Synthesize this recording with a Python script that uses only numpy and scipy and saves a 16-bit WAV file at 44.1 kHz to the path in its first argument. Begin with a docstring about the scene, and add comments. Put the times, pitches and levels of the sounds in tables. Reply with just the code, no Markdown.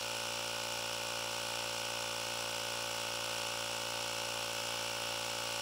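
"""On a driveway, a small cordless piston compressor pumps a car tyre, running steadily at about 57 strokes a second.
Each stroke knocks the plastic housing, which rings, and noise puffs and rattles through the valves.
The reduction gear whines and scrapes under load, sagging in pitch towards top dead centre, while the brushes buzz.
Cooling air hisses throughout as coloured noise. The motor slows slightly and the sound grows as the tyre fills."""
import sys
import numpy as np
from scipy import signal
from scipy.fft import rfft, irfft, next_fast_len
from scipy.io import wavfile
from scipy.ndimage import map_coordinates

SR = 44100
rng = np.random.default_rng(int(sys.argv[2]) if len(sys.argv) > 2 else 0)


def wav_out(sig):
    """Save sig, one row per channel (or a flat mono array), as 16-bit PCM at SR to the path in sys.argv[1]."""
    wavfile.write(sys.argv[1], SR, np.round(np.clip(np.atleast_2d(sig).T, -1, 1) * 32767).astype(np.int16))


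N = 247401

GEAR_RATIO = 4.6  # motor turns per crank turn


def amp(db):
    """Turn decibels into a gain."""
    return 10 ** (np.asarray(db) / 20)


def unit(x):
    """Scale a sound to an average (rms) strength of 1."""
    return x / np.sqrt(np.mean(x ** 2) + 1e-20)


def along(points, hz):
    """Read a curve of (frequency, value) points, with straight lines on a log frequency axis."""
    frequency, value = np.transpose(points)
    return np.interp(np.log(hz + 1e-3), np.log(frequency), value)


def wobble(rate):
    """A smooth random curve through this many random points a second."""
    points = rng.standard_normal(int(N * rate / SR) + 4)
    return map_coordinates(points, [np.arange(N) * rate / SR])


def filtered(x, response):
    """Multiply the spectrum of a sound by a gain that depends on frequency."""
    size = next_fast_len(N + SR // 2)
    hz = np.fft.rfftfreq(size, 1 / SR)
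    return irfft(rfft(x, size) * response(hz), size)[:N]


def vented(x, spectrum):
    """Colour a sound as it leaves through the shell and vents, whose narrow peaks and notches shape it; rms 1."""
    # Peaks and notches of the shell. Each row: centre in Hz, width in Hz, height in dB.
    shell = [(734, 120, -2), (840, 79, 3.5), (1250, 240, 0.5), (3205, 120, -2), (2940, 59, -2),
             (3630, 100, 1), (3770, 330, -6), (4120, 59, -6.5), (4530, 190, -0.5), (4650, 150, -14),
             (5130, 76, 1), (6220, 120, 6), (6300, 130, -4), (6860, 150, 0), (8880, 360, -7),
             (14000, 500, -6), (15000, 600, -5)]

    def response(hz):
        level_db = along(spectrum, hz)
        for centre, width, db in shell:
            level_db = level_db + db / (1 + (2 * (hz - centre) / width) ** 2)
        return amp(level_db)

    return unit(filtered(x, response))


def hiss(spectrum):
    """Random noise of rms 1 that leaves through the shell."""
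    return vented(rng.standard_normal(N), spectrum)


def repeating(turns, size):
    """A rough surface of this many steps, rubbed in the same way on every turn."""
    surface = irfft(np.exp(2j * np.pi * rng.random(size // 2 + 1)))
    return unit(map_coordinates(surface, [turns % 1 * size], mode="grid-wrap"))


def since_turn(crank, turn):
    """Turns since the nearest pass of this place in the turn; negative ahead of it."""
    return (crank - turn + .5) % 1 - .5


def bump(crank, turn, width):
    """A bell-shaped swell at the same place in every turn."""
    return np.exp(-.5 * (since_turn(crank, turn) / width) ** 2)


def lurching(crank, rate):
    """The true crank angle: it races on the return, stalls against compression and springs forward after the top."""
    # changes of speed as shares of the mean; places and widths in turns
    race = .059 * np.cos(2 * np.pi * (crank - .732))
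    stall = .201 * bump(crank, .904, .041)
    spring = .173 * bump(crank, .263, .044)
    lurch = race - stall + spring
    return crank + np.cumsum((lurch - lurch.mean()) * rate) / SR


def cooling_air(air_db=-4.0):
    """Cooling air rushes as steady noise through the vents, its level wavering a little."""
    # Colour of the air. Each row: frequency in Hz, relative level in dB per Hz.
    air = [(40, -31), (180, -21), (450, -9.5), (900, -3), (1480, -4.5), (1850, -12), (3150, 0),
           (4600, -4.5), (5400, -9), (6800, -14.5), (8200, -12.5), (10300, -14.5), (11400, -23),
           (15700, -18)]
    return amp(air_db + .4 * wobble(14)) * hiss(air)


def motor(crank, angle, buzz_db=-8, waver=.012, strain=0.13, give=0.34):
    """Brushes buzz and the rotor sings once per turn, louder under compression; inertia evens out the crank's lurch."""
    # Tones of the rotor and its fan. Each row: multiple of the motor speed, relative level in dB.
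    rotor_tones = [(1, -32), (4, -23.5), (6, -30), (11, -17), (12, -23)]
    # Colour of the brush buzz. Each row: frequency in Hz, relative level in dB per Hz.
    brush_colour = [(260, -37), (800, -6), (1500, -2.5), (1900, -10.5), (3000, 6.5), (6000, 0),
                    (10000, -13.5), (15000, -10)]
    # give is the share of the crank's lurch that reaches the rotor; waver is in motor turns
    rotor = GEAR_RATIO * (crank + give * (angle - crank)) + waver * wobble(40)
    tones = 0
    for multiple, db in rotor_tones:
        tones = tones + amp(db) * np.sin(2 * np.pi * (round(multiple) * rotor + rng.random()))
    buzz = amp(buzz_db) * vented(repeating(rotor, size=168), brush_colour)
    compression = 1 + strain * np.cos(2 * np.pi * crank)
    return compression * (np.sqrt(2) * tones + buzz)


def gear_load(crank, idle_db=-29, scrape_idle_db=-15, scrape_share=.2, squeeze_db=-4.5, squeeze_turns=0.091):
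    """Levels in dB of the mesh tone, its octave and the scrape, which follows both and grows under compression."""
    # Places where the teeth come under load in every turn. Each row: turns after top dead centre,
    # width in turns, relative level of the mesh tone in dB, relative level of its octave in dB.
    loads = [(.29, 0.027, -5, -19), (.68, 0.051, -2.5, -3), (.76, 0.027, -2.5, -4.5),
             (0.845, 0.018, -25, 2), (0.918, 0.015, -1, -17), (0.998, 0.029, -3.5, -19)]
    first = second = amp(idle_db)
    for turn, width, first_db, second_db in loads:
        swell = bump(crank, turn, width)
        first = first + amp(first_db) * swell
        second = second + amp(second_db) * swell
    squeeze = amp(squeeze_db) * bump(crank, 0, squeeze_turns)
    scrape = amp(scrape_idle_db) + scrape_share * np.hypot(first, second) + squeeze
    return 20 * np.log10([first, second, scrape])


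def gears(angle, first_db, second_db, tooth_db, drift=0.14, chatter=0.0063, rough_db=0.75,
          whine_db=0.0, overtone_db=-0.26, scrape_db=-9):
    """Tooth contacts whine at the mesh rate and its octave, and scrape while the gear is under load."""
    # Colour of the tooth scrape. Each row: frequency in Hz, relative level in dB per Hz.
    scrape_colour = [(3000, -33), (8000, -9), (10300, 1), (11200, -4.5), (12100, -14), (13900, -16),
                     (15000, -1), (15800, -4)]
    # 46 crank teeth; slow drift and fast chatter in teeth
    mesh = 2 * np.pi * (46 * angle + drift * wobble(9) + chatter * wobble(170))
    whine = amp(whine_db + first_db + rough_db * wobble(340)) * np.sin(mesh)
    overtone = amp(overtone_db + second_db + rough_db * wobble(260)) * np.sin(2 * mesh)
    # each tooth slides in with a tiny burst of noise
    bursts = unit((1 + np.cos(mesh)) ** 2)
    scrape = amp(scrape_db + tooth_db) * bursts * hiss(scrape_colour)
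    return np.sqrt(2) * (whine + overtone) + scrape


def airflow(crank, attack_turns=0.03, fall_db_per_turn=49):
    """Level of the valve air in dB: each puff opens fast and dies away, over air that leaks past the piston."""
    # The valves open twice a turn, outlet then inlet. Each row: turns after top dead centre, relative level in dB.
    puffs = [(.034, -0.85), (.275, -10)]
    # the leak is strongest under compression, at 0.97 of a turn
    leak_db = -17 + 5.5 * np.cos(2 * np.pi * (crank - 0.97))
    power = amp(leak_db) ** 2
    for turn, db in puffs:
        since = since_turn(crank, turn)
        opening = bump(crank, turn, attack_turns)
        dying = amp(-fall_db_per_turn * since)
        power = power + (amp(db) * np.where(since < 0, opening, dying)) ** 2
    return 10 * np.log10(power)


def valve(crank, valve_db, scatter_db=1, pattern_db=0.7, rattle=0.84):
    """Air noise and a rattle swell with the valve air; the gears meet in a pattern of five strokes that varies it."""
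    # Colour of the valve puff. Each row: frequency in Hz, relative level in dB per Hz.
    puff_colour = [(300, -28), (1100, -18), (1900, -15), (3200, 0.5), (4400, 3), (6200, -2.5), (6800, -3.5),
                   (7700, 2.5), (8400, -8.5), (9500, -0.5), (10300, -5.5), (11200, -17.5), (14000, -29),
                   (15100, -8.5)]
    stroke = np.floor(crank + .5).astype(int)
    chance_db = scatter_db * rng.standard_normal(stroke.max() + 1)[stroke]
    meshing_db = pattern_db * np.cos(2 * np.pi * GEAR_RATIO * stroke)
    rush = rng.standard_normal(N) + rattle * repeating(crank, size=768)
    return amp(valve_db + chance_db + meshing_db) * vented(rush, puff_colour)


def ringing(gain_db, size):
    """The ring with this gain at each frequency that starts at once and never ahead of its blow (minimum phase)."""
    cepstrum = irfft(gain_db * np.log(10) / 20)
    cepstrum[1:size // 2] *= 2
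    cepstrum[size // 2 + 1:] = 0
    return irfft(np.exp(rfft(cepstrum)))


def knock(crank, rate, scatter_db=-0.06, jitter_s=.00003, spread_s=0.001285, spread_hz=1600, lead_turns=.035):
    """One blow per stroke rings the housing; its higher bending waves arrive a little later."""
    # How the housing answers a stroke. Each row: multiple of the stroke rate, relative level in dB.
    housing = [(1, -14.5), (2, -3), (3, -18), (4, -5.5), (5, -13.5), (6, -6.5), (7, -11), (8, -6), (9, 1.5),
               (10, 3.5), (11, -9.5), (12, -24), (13, -5.5), (14, -7), (15, 0), (16, -1), (17, -11),
               (19, -13.5), (20, -4), (21, -20), (22, -6.5), (24, -10.5), (25, -1.5), (26, -2), (28, -18.5),
               (34, -37), (40, -12), (45, -7), (56, -30), (90, -36)]
    size = 8192  # samples in one ring
    hz = np.fft.rfftfreq(size, 1 / SR)
    # fade below about 35 Hz and above about 6000 Hz
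    edges_db = -10 * np.log10(1 + (35 / (hz + 1)) ** 6 + (hz / 6000) ** 8)
    ring = ringing(along(housing, hz / rate) + edges_db, size)
    # the delay grows with frequency up to spread_hz; summing it gives the phase turn
    delay = spread_s * np.minimum(hz / spread_hz, 1)
    late = np.exp(-2j * np.pi * np.cumsum(delay) * SR / size)
    body = irfft(rfft(ring) * late)
    # each blow lands just ahead of top dead centre, with small chance in time and strength
    strokes = np.arange(1, int(crank[-1]) + 1) - lead_turns
    chance = rng.standard_normal((len(strokes), 2))
    at = np.interp(strokes, crank, np.arange(N)) + jitter_s * SR * chance[:, 0]
    place = np.clip(np.round(at).astype(int), 0, N)
    blows = np.bincount(place, amp(scatter_db * chance[:, 1]), N + 1)[:N]
    return unit(signal.fftconvolve(blows, body)[:N])


def scene(valve_gain_db=1.9, knock_db=-43.5, treble_db=-41.0, rise_db_per_s=0.0738):
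    """Every moving part follows the crank, and the whole sound grows with the tyre pressure."""
    t = np.arange(N) / SR
    # strokes per second: settles just after the start, then sags steadily as the tyre fills
    rate = 57.56 - .039 * t + .1765 * np.exp(-t / 1.0)
    crank = .3643 + np.cumsum(rate) / SR  # in turns; whole numbers are top dead centre
    angle = lurching(crank, rate)
    air = cooling_air()
    drive = motor(crank, angle) + gears(angle, *gear_load(crank))
    puffing = amp(valve_gain_db) * valve(crank, airflow(crank))
    treble = air + drive + puffing
    # the knock is added with its sign reversed
    tool = amp(treble_db) * treble - amp(knock_db) * knock(crank, rate.mean())
    return (amp(rise_db_per_s * t) * tool)[None]


def record(dry):
    """Keep only what lies below 15730 Hz, so the very highest treble is missing."""
    return filtered(dry[0], lambda hz: hz < 15730)[None]


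dry = scene()
out = record(dry)
wav_out(out)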